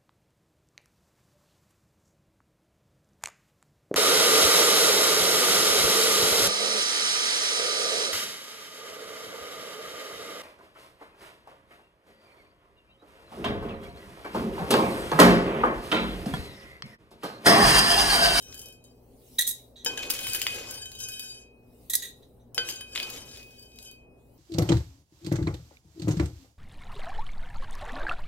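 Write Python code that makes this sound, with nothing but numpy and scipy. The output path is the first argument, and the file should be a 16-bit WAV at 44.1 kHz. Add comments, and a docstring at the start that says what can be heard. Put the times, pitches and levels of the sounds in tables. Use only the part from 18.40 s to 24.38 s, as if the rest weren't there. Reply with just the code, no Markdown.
"""Stirring coffee beans in an iron pan

A wooden spatula scrapes and knocks in a cast iron pan: beans are clumps of short pings, dragging is
shaped noise, and knocks are decaying noise bursts that excite the damped resonant modes of the pan.
Between strokes the spatula clatters against the iron grate, which has shorter modes of its own.
Sparse reflections follow; room noise, a wavering hum and a faint treble hiss lie underneath."""
import sys
import numpy as np
from scipy import signal
from scipy.io import wavfile
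from scipy.ndimage import uniform_filter1d

SR = 44100
rng = np.random.default_rng(int(sys.argv[2]) if len(sys.argv) > 2 else 0)


def nominal_scale(level):
    """Amplitude ratio for a level in decibels (scalar or array-like)."""
    x = np.asarray(level, float) / 20
    return 10 ** x


def transcribe(signal):
    """Save signal, clipped to [-1, 1], as a 16-bit WAV file at the path in sys.argv[1]."""
    frames = np.atleast_2d(signal).T
    limited = np.clip(frames, -1, 1)
    pcm = np.round(limited * 32767).astype(np.int16)
    wavfile.write(sys.argv[1], SR, pcm)


N = 263718  # length in samples

# Spectrum of the low room noise. Each row: frequency in Hz, relative density in dB per Hz.
ROOM_SPECTRUM = [(12, -52), (20, -31), (48, -1.5), (185, -9), (209, -11.5), (242, -0.5), (332, -14),
                 (384, -3), (784, -15), (1120, -26), (2590, -45), (3000, -38.5), (3900, -77.5),
                 (6600, -120)]
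# Partials of the hum. Each row: frequency in Hz, relative level in dB.
HUM_PARTIALS = [(59.2, -66), (120.0, -66), (240.5, -69), (483.0, -77)]
# Swelling and sinking of the treble hiss. Each row: time in seconds, level in dB.
HISS_SWELL = [(0, -60), (.4, -79), (.7, -70), (.95, -56), (1.2, -59.5), (1.4, -80.5), (2.5, -69),
              (3.1, -83.5), (3.45, -62), (3.8, -68.5), (4.1, -79), (5.1, -62), (5.65, -83), (5.98, -68.5)]
# Spectrum of the treble hiss. Each row: frequency in Hz, relative density in dB per Hz.
HISS_SPECTRUM = [(880, -42), (1500, -19), (2090, -4), (3970, -0.5), (7250, -3.5), (8260, 1), (15100, 1),
                 (16000, 7), (16500, -24)]
# Left-right likeness of the noises. Each row: frequency in Hz, correlation from 0 to 1.
LIKENESS = [(30, 0.74), (250, 0.9), (600, 0.46), (2000, 0.043), (16000, .2)]
# Spatula bounces on the grate. Each row: start in seconds, dull crack in relative dB,
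# bright crack in relative dB, decay constant of the crack in seconds.
GRATE_BOUNCES = [(0.956, -60, -75, 0.004), (0.9865, -14.5, -27, 0.011), (0.9907, -31.5, -17, 0.0051),
                 (1.009, -22.5, -22, 0.0081), (1.0216, -13, -22, 0.0015), (1.068, -29, -30, 0.018),
                 (1.0745, -28, -22, 0.008), (1.087, -41, -27.5, 0.019), (1.11, -30, -30.5, 0.0083),
                 (1.3603, -45, -72, 0.07), (3.4985, -29, -27, 0.015), (3.5352, -16, -22, 0.0097),
                 (3.553, -26, -13, 0.003), (3.599, -30.5, -46, 0.0057), (3.6217, -26.5, -39, 0.035),
                 (3.825, -52, -72, 0.02), (4.0, -68, -85, 0.04)]
# Modes of the grate. Each row: frequency in Hz, relative level in dB, decay by 60 dB in seconds.
GRATE_MODES = [(1920, -9, .03), (1650, -19, .02), (3350, -12, .02), (3700, -6, .02), (3815, -2, .03),
               (3880, -6, .045), (4000, -6, .02), (6045, -12, .05), (6700, -6, .02), (8400, -8, .015),
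               (7600, -8, .02), (10850, -4, .015), (11310, -6, .025), (11640, -6, .02), (12700, -4, .012)]
# The blade dragging on the bottom, one list a passage. Each row: time in seconds,
# scrape rumble in dB, deep shudder of the stove in dB.
DRAG_STROKES = [
    [(.06, -72, -70), (.1, -56, -57), (.14, -66, -66), (.25, -63, -64), (.3, -72, -72)],
    [(1.43, -75, -66), (1.466, -47, -62), (1.52, -47, -57), (1.66, -47, -56), (1.78, -52, -66),
     (1.9, -55, -54), (1.96, -49, -60), (2.07, -55, -54), (2.168, -47, -54), (2.234, -50, -61),
     (2.312, -48, -56), (2.5, -68, -60), (2.65, -63, -56), (2.75, -70, -66)],
    [(4.12, -72, -70), (4.18, -49, -60), (4.3, -52, -62), (4.5, -66, -66), (4.562, -51, -60),
     (4.65, -46, -62), (4.776, -50, -55), (4.864, -58, -58), (5.1, -68, -66)],
]
# Spectrum of wood dragged over iron. Each row: frequency in Hz, relative density in dB per Hz.
SCRAPE_SPECTRUM = [(150, -22), (240, -2), (280, -5), (330, 1), (420, -5), (485, 1), (560, -4), (775, -9),
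                   (1500, -14), (1950, -42), (3300, -120)]
# Spectrum of the stove's shudder. Each row: frequency in Hz, relative density in dB per Hz.
SHUDDER_SPECTRUM = [(25, -16), (60, 0), (120, -5), (160, -25), (400, -90)]
# Spatula strokes, one list a stroke. Each row: time in seconds, push of the spatula through
# the heap in relative dB, loose beans rolling in relative dB.
STIR_STROKES = [
    [(0, -83, -59.5), (0.08, -65, -59), (0.14, -73, -57.5), (0.22, -69, -64.5), (0.3, -78, -65.5),
     (0.4, -90, -85), (0.45, -105, -70), (0.6, -92, -97)],
    [(1.44, -67, -91), (1.47, -49, -53), (1.55, -47, -52.5), (1.65, -41, -44), (1.695, -60, -58)],
    [(1.695, -36.5, -52), (1.76, -39.5, -39), (1.88, -48.5, -34.5), (1.95, -41.5, -35), (2.09, -51, -46.5),
     (2.16, -42, -37.5), (2.24, -48.5, -48.5), (2.36, -51, -43), (2.43, -71, -54.5)],
    [(2.43, -72, -62), (2.58, -83, -56), (2.63, -76, -42), (2.68, -80, -55.5), (2.74, -75, -44.5),
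     (2.79, -74, -53), (2.85, -87, -50), (3.0, -73, -61.5), (3.1, -90.5, -97)],
    [(4.14, -70.5, -98.5), (4.2, -49, -62), (4.27, -56, -46), (4.31, -37.5, -36), (4.36, -56.5, -45.5),
     (4.43, -74, -71), (4.54, -68, -53.5)],
    [(4.54, -80, -64), (4.56, -44.5, -46), (4.67, -50, -51), (4.75, -45, -44), (4.83, -56, -54.5),
     (4.9, -60.5, -56), (4.99, -52, -60), (5.06, -72, -71), (5.12, -63, -70), (5.18, -68, -72)],
    [(5.18, -78, -63.5), (5.34, -91, -73.5), (5.45, -77.5, -54.5), (5.53, -80.5, -81.5), (5.65, -92, -92)],
]
# Single ticks and knocks in the pan. Each row: start in seconds, dull crack in relative dB,
# bright crack in relative dB, ring in relative dB.
PAN_KNOCKS = [(0.0252, -64, -43, -60.5), (0.1257, -31, -50, -58), (0.1439, -60, -38, -63.5),
              (0.178, -62, -42, -62), (0.193, -56, -37, -59.5), (0.2164, -59, -37, -55),
              (0.258, -61, -41, -58), (0.286, -64, -45, -64), (0.325, -52, -50, -60),
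              (0.4405, -66, -52, -68), (1.4475, -48.5, -24, -50.5), (1.4604, -33, -36.5, -10.5),
              (1.575, -23, -36, -25), (1.5909, -26, -41.5, -29), (1.6327, -22.5, -48.5, -37.5),
              (1.701, -16, -22, -37.5), (1.7044, -17.5, -18, -36), (1.712, -19.5, -25.5, -35),
              (1.751, -23.5, -44, -34), (1.7905, -22, -30.5, -29), (1.8687, -18, -30.5, -37),
              (1.934, -40.5, -24.5, -45), (1.9473, -19.5, -24, -21.5), (2.0167, -13.5, -23.5, -35.5),
              (2.028, -35.5, -32.5, -33), (2.0668, -6, -29, -28.5), (2.3099, -49, -29, -55),
              (2.4562, -36, -42, -42), (2.5171, -34, -42, -54.5), (2.551, -58, -44, -55),
              (2.59, -55, -40, -58), (2.603, -32.5, -36, -42), (2.6863, -44, -32, -40),
              (2.72, -56, -38, -55), (2.795, -50, -30, -43), (4.146, -41, -34, -53), (4.1789, -7, -35, -14),
              (4.2886, -22, -29, -32), (4.4085, -27.5, -41, -33), (4.551, -22, -39.5, -33),
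              (4.559, -13.5, -38, -30), (4.5761, -14.5, -49, -46), (4.6, -17, -39.5, -37),
              (4.6284, -21.5, -37, -27), (4.7009, -33, -35, -38), (4.9131, -38, -50, -58),
              (4.9605, -36, -50, -58), (4.9725, -34, -48, -58), (5.0289, -38, -55, -62),
              (5.1062, -48, -60, -66), (5.1955, -62, -50, -64), (5.3187, -50, -64, -68),
              (5.3586, -56, -52, -68), (5.4274, -58, -44, -62), (5.2254, -64, -52, -58),
              (5.3873, -35, -46, -57), (5.5132, -63.5, -44, -81)]
# Modes of the pan. Each row: frequency in Hz, relative level in dB, undamped decay by 60 dB in seconds.
PAN_MODES = [(482, -19, .15), (904, -22, .12), (1533, -12.5, .24), (1652, -8, .08), (2512, -8, .9),
             (3089, -.5, .17), (3103, -3, .17), (3161, -12, .3), (3885, -3.5, .13), (4727, 1.5, .18),
             (5160, -13, .1), (5338, -3, .16), (5810, -5, .13), (6405, -4, .15), (6990, -2, .14),
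             (7212, -5, .2), (7800, -9, .1), (8090, -6, .09), (9000, -5, .16), (9350, -8, .15),
             (9660, -8, .12), (10900, -12, .08), (11310, -11, .1)]


def evened(x):
    """Normalisation: scales a signal to an rms of 1."""
    return x / np.sqrt(np.mean(x ** 2) + 1e-20)


def read(points, hz):
    """Interpolation: reads a spectrum table on a logarithmic frequency axis."""
    f, value = np.transpose(points)
    return np.interp(np.log(hz + 1), np.log(f + 1), value)


def band(x, lo_hz, hi_hz):
    """Causal band-pass: a Butterworth filter keeps one frequency range."""
    edges = [lo_hz, min(hi_hz, SR * .45)]
    return signal.sosfilt(signal.butter(2, edges, "band", fs=SR, output="sos"), x)


def place(x, db, count):
    """Stereo localisation: louder on the left by db, and earlier there by count samples."""
    sides = nominal_scale([db / 2, -db / 2])[:, None]
    return sides * [x[0], np.roll(x[1], count)]


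def noise(spectrum, patchy_db, near=0):
    """Random-phase synthesis: short-time spectra with drifting patches give stereo noise of rms 1."""
    hz = np.fft.rfftfreq(1024, 1 / SR)
    a, b, c, d, patches = rng.standard_normal((N // 512 + 3, 513, 5)).T
    patches = uniform_filter1d(patches, size=8, axis=0)  # over frequency
    patches = evened(uniform_filter1d(patches, size=5, axis=1))  # over time
    same = np.clip(near + (1 - near) * read(LIKENESS, hz), -1, 1)[:, None]
    left = a + 1j * b
    right = same * left + np.sqrt(1 - same ** 2) * (c + 1j * d)
    z = np.array([left, right]) * nominal_scale(read(spectrum, hz)[:, None] + patchy_db * patches)
    return evened(signal.istft(z, window="cosine", nperseg=1024, noverlap=512)[1][:, :N])


def room():
    """Broadband ambience: steady low noise shaped by its spectrum."""
    return nominal_scale(-58) * noise(ROOM_SPECTRUM, patchy_db=1.5)


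def hum():
    """Superposition of partials: each sine wavers slowly in level and phase."""
    t = np.arange(N) / SR
    total = np.zeros(N)
    for hz, db in HUM_PARTIALS:
        waver = np.interp(t, np.linspace(0, t[-1], 50), rng.standard_normal(50))
        total += nominal_scale(db + 3.5 + 2.2 * waver) * np.sin(2 * np.pi * hz * t + 0.6 * waver)
    return total


def hiss():
    """Amplitude modulation: a slow envelope makes treble noise swell and sink."""
    envelope = nominal_scale(np.interp(np.arange(N) / SR, *np.transpose(HISS_SWELL)))
    return envelope * noise(HISS_SPECTRUM, patchy_db=4.0)


def background():
    """Superposition of independent sources: room noise and hum, slightly to the left, and the hiss."""
    return place(hum() + room(), 1.3, count=0) + hiss()


def kitchen(x):
    """Reverberation: sparse reflections, other ones for each port, lasting longest near 4 kHz."""
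    taps = np.zeros((2, SR // 2))
    grid = np.arange(60, SR // 2 - 20, 20)
    at = grid + rng.integers(0, 20, (2, len(grid)))
    np.put_along_axis(taps, at, rng.choice([-1., 1.], at.shape), 1)
    hz, t, z = signal.stft(taps, SR, nperseg=256)
    t60 = read([(500, 0.13), (4000, 0.33), (14000, 0.16)], hz)[:, None]  # Hz, seconds
    tail = signal.istft(z * nominal_scale(-60 * t / t60), SR, nperseg=256)[1]
    tail = tail / np.linalg.norm(tail[0])
    return signal.fftconvolve(x.mean(0)[None], tail, axes=1)[:, :N]


def mode(push, hz, t60, grip):
    """Damped resonance: one complex pole, run block by block, decays faster where grip exceeds 1."""
    touch_s, grip_hz = 0.0015, 4530  # the ring builds up over the contact; grip damps less below grip_hz
    touch = np.hanning(round(touch_s * SR))
    contact = touch / touch.sum() * np.exp(2j * np.pi * hz * np.arange(len(touch)) / SR)
    push = signal.oaconvolve(push, contact)[:N]
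    decay = np.log(1000) / max(t60, .02)
    state, out = [0j], []
    for part, hold in zip(np.array_split(push, len(grip)), grip):
        damping = (1 + (hold - 1) * min(hz / grip_hz, 1) ** 2) * decay
        pole = np.exp((2j * np.pi * hz - damping) / SR)
        tone, state = signal.lfilter([1], [1, -pole], part + 0j, zi=state)
        out.append(tone)
    return np.concatenate(out)


def ring(modes, s, low_db, high_db, drive, grip, spread_db, turn, corner_hz, soft_db):
    """Modal excitation: each blow lands on its own spot and wakes modes unevenly; drive shakes them all."""
    wander_depth_db, wander_per_s = 4.5, 20  # the response of each mode to the drive wanders
    out, at = np.zeros((2, N)), np.round(s * SR).astype(int)
    spot = spread_db * rng.standard_normal((len(at), len(modes)))
    for (hz, db, t60), spot_db in zip(modes, spot.T):
        hard = hz ** 2 / (hz ** 2 + corner_hz ** 2)  # high modes follow high_db, low modes low_db
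        knots = rng.standard_normal(200)
        wander = np.interp(np.arange(N) / SR * wander_per_s, np.arange(len(knots)), knots)
        push = np.roll(drive, rng.integers(-200, 200))
        push = push * nominal_scale(wander_depth_db * wander + (1 - hard) * soft_db)
        np.add.at(push, at, nominal_scale((1 - hard) * low_db + hard * high_db + spot_db))
        angle = turn * rng.choice([-1, 1])  # a mode reaches the two ports with different phase
        tone = nominal_scale(db) * mode(push, hz, t60, grip)
        out += np.cos(angle) * tone.imag + np.sin([[angle], [-angle]]) * tone.real
    return out


def cracks(s, db, bright_db, length):
    """Impact noise: exponentially decaying bursts in two trains, partly unlike at the two ports."""
    body, bright = np.zeros((2, 2, N + 4096))
    t = np.arange(4096) / SR
    for k, start in enumerate(np.round(s * SR).astype(int)):
        near, left, right = rng.standard_normal((3, 4096)) * np.exp(-t / max(length[k], 1e-4))
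        own = np.array([left, right])
        body[:, start:start + 4096] += nominal_scale(db[k]) * (near + 0.034 * own)
        bright[:, start:start + 4096] += nominal_scale(bright_db[k]) * (near + 1.6 * own)
    return body[:, :N], bright[:, :N]


def grate():
    """Repeated impact: each bounce of the spatula is a dense chatter that rings the bars."""
    s, db, bright_db, length = np.transpose(GRATE_BOUNCES)
    body, chatter = cracks(s, db, bright_db, length)
    body, chatter = band(body, 1650, 7100), band(chatter, 7000, 16000)
    drive = nominal_scale(-27.0) * (body + chatter).mean(0)
    bars = ring(GRATE_MODES, s, db - 7.0, bright_db - 6.0, drive, [1],
                spread_db=2.5, turn=0.7, corner_hz=6500, soft_db=-.3)
    return place(bars + nominal_scale(-15) * body + chatter, -2.5, count=1)


def strokes(table):
    """Envelope interpolation: the columns of a stroke table at every sample in dB, silent between."""
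    t, out = np.arange(N) / SR, np.full((2, N), 1e-8)
    for rows in table:
        s, *columns = np.transpose(rows)
        inside = (t >= s[0]) & (t < s[-1])
        out[:, inside] = nominal_scale([np.interp(t[inside], s, c) for c in columns])
    return 20 * np.log10(np.abs(uniform_filter1d(out, size=200, axis=1)) + 1e-8)


def drag():
    """Sliding friction: the blade on the bottom gives a scrape rumble and a deep shudder of the stove."""
    rumble, shudder = nominal_scale(strokes(DRAG_STROKES))
    scrape = rumble * noise(SCRAPE_SPECTRUM, patchy_db=2.0, near=.6)
    return scrape + shudder * noise(SHUDDER_SPECTRUM, patchy_db=1.5, near=.7)


def pan_knocks():
    """Impact spectrum: light knocks are single beans and crack higher; heavy ones are wood on iron."""
    s, db, bright_db, ring_db = np.transpose(PAN_KNOCKS)
    light = 1 / (1 + np.exp((db + 28) / 5))  # share of power: half at -28 dB, with a 5 dB span
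    body, snap = cracks(s, db + 10 * np.log10(1 - light), bright_db, np.full(len(s), .0013))
    tick, heavy = cracks(s, db + 10 * np.log10(light), ring_db, np.full(len(s), .0025))
    knocks = nominal_scale(4.0) * band(body, 1920, 4200) + nominal_scale(.6) * band(snap, 5000, 22000)
    knocks += nominal_scale(3.0) * band(tick, 3300, 5400)
    thud = nominal_scale(-7.0) * band(body, 950, 2200) + nominal_scale(-12.0) * band(heavy.mean(0), 300, 1900)
    return knocks + thud


def sloped(db, slope, offset_db):
    """Power law: scales a level about a pivot of -50 dB, then offsets it, and returns the gain."""
    return nominal_scale(-50 + slope * (db + 50) + offset_db)


def heap_gain(push_db):
    """Granular agitation: pushing the heap sets the gain of the dull rattle."""
    return nominal_scale(push_db - 3)


def pan_ring():
    """Forced and struck vibration: rolling beans and knocks ring the iron, and the moving heap damps it."""
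    push_db, roll_db = strokes(STIR_STROKES)
    s, _, bright_db, ring_db = np.transpose(PAN_KNOCKS)
    rattle = heap_gain(push_db)
    rolling = sloped(roll_db, 0.96, -22)
    sizes = nominal_scale(3.47 * np.minimum(rng.exponential(1, N), 4))
    grit = sizes * (rng.random(N) < 600 / SR) * rng.choice([-1, 1], N)  # about 600 impulses per second
    grip = 1 + np.minimum(rattle[::2048] / nominal_scale(-53), 4.5)
    drive = rolling * evened(grit) / (1 + rattle / nominal_scale(-47.0))  # the heap also muffles the rolling
    return ring(PAN_MODES, s, ring_db - 8.0, bright_db - 6.5, drive, grip,
                spread_db=4.5, turn=0.3, corner_hz=4420, soft_db=-7.0)


def scatter(s, db):
    """Exponential relaxation: beans thrown up by each knock settle again."""
    scatter_db, settle_s = -15.5, 0.02
    kicks = np.zeros(N)
    np.add.at(kicks, np.round(s * SR).astype(int), nominal_scale(db + scatter_db))
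    return signal.lfilter([1], [1, -np.exp(-1 / (SR * settle_s))], kicks)


def collisions(level, clumps, lo_hz, hi_hz, per_s, spread_db, cycles):
    """Random point process: clumped short pings of eight pitches, most small and a few large."""
    out, t = np.zeros((2, N)), np.arange(300) / SR
    size = nominal_scale(spread_db * np.minimum(rng.exponential(1, N), 4))
    size = size * (rng.random(N) < clumps * per_s / SR)
    kind = rng.integers(0, 8, N)
    for k, hz in enumerate(np.geomspace(lo_hz, hi_hz, 8)):
        ping = evened(np.cos(2 * np.pi * hz * t) * t * np.exp(-t * hz / cycles))  # soft start
        clicks = signal.oaconvolve(size * (kind == k), ping)[:N]
        out += place([clicks, clicks], 4 * rng.standard_normal(), count=rng.integers(-3, 4))
    return level * evened(out)


def beans():
    """Granular collision: the pushed heap rattles dully and crunches, loose beans rattle brightly."""
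    push_db, roll_db = strokes(STIR_STROKES)
    s, _, bright_db, _ = np.transpose(PAN_KNOCKS)
    rattle = heap_gain(push_db)
    bright = sloped(roll_db, 0.94, -9) + scatter(s, bright_db)
    clumps = nominal_scale(5.2 * evened(uniform_filter1d(rng.standard_normal(N), size=500)))
    low = collisions(rattle, clumps, 2300, 4800, per_s=1300, spread_db=3.5, cycles=0.48)
    high = collisions(bright, clumps, 9500, 14500, per_s=3800, spread_db=4.0, cycles=1.2)
    crunch = collisions(rattle * nominal_scale(-3.5), clumps, 4900, 7600, per_s=1800, spread_db=5.0, cycles=1.6)
    return low + high + crunch


def pan():
    """Superposition at the pan: ring, knocks and beans lie to the left, the drag nearer the middle."""
    return place(pan_ring() + pan_knocks() + beans(), 3.6, count=3) + place(drag(), 1.4, count=1)


def scene():
    """Direct and reflected sound: the stove, its reflections and the background add up."""
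    stove = pan() + grate()
    return stove + nominal_scale(-5.0) * kitchen(stove) + background()


def band_limit(x):
    """A steep low-pass at the top of the band."""
    return signal.sosfilt(signal.butter(12, 17000, fs=SR, output="sos"), x)


def record(dry):
    """Band limitation: a linear-phase low-pass at 15.8 kHz bounds the spectrum of the mix."""
    lowpass = signal.firwin(255, 15800, window=("kaiser", 5), fs=SR)
    limited = signal.oaconvolve(dry, lowpass[None], "same")
    return band_limit(limited)


dry = scene()
out = record(dry)
transcribe(out)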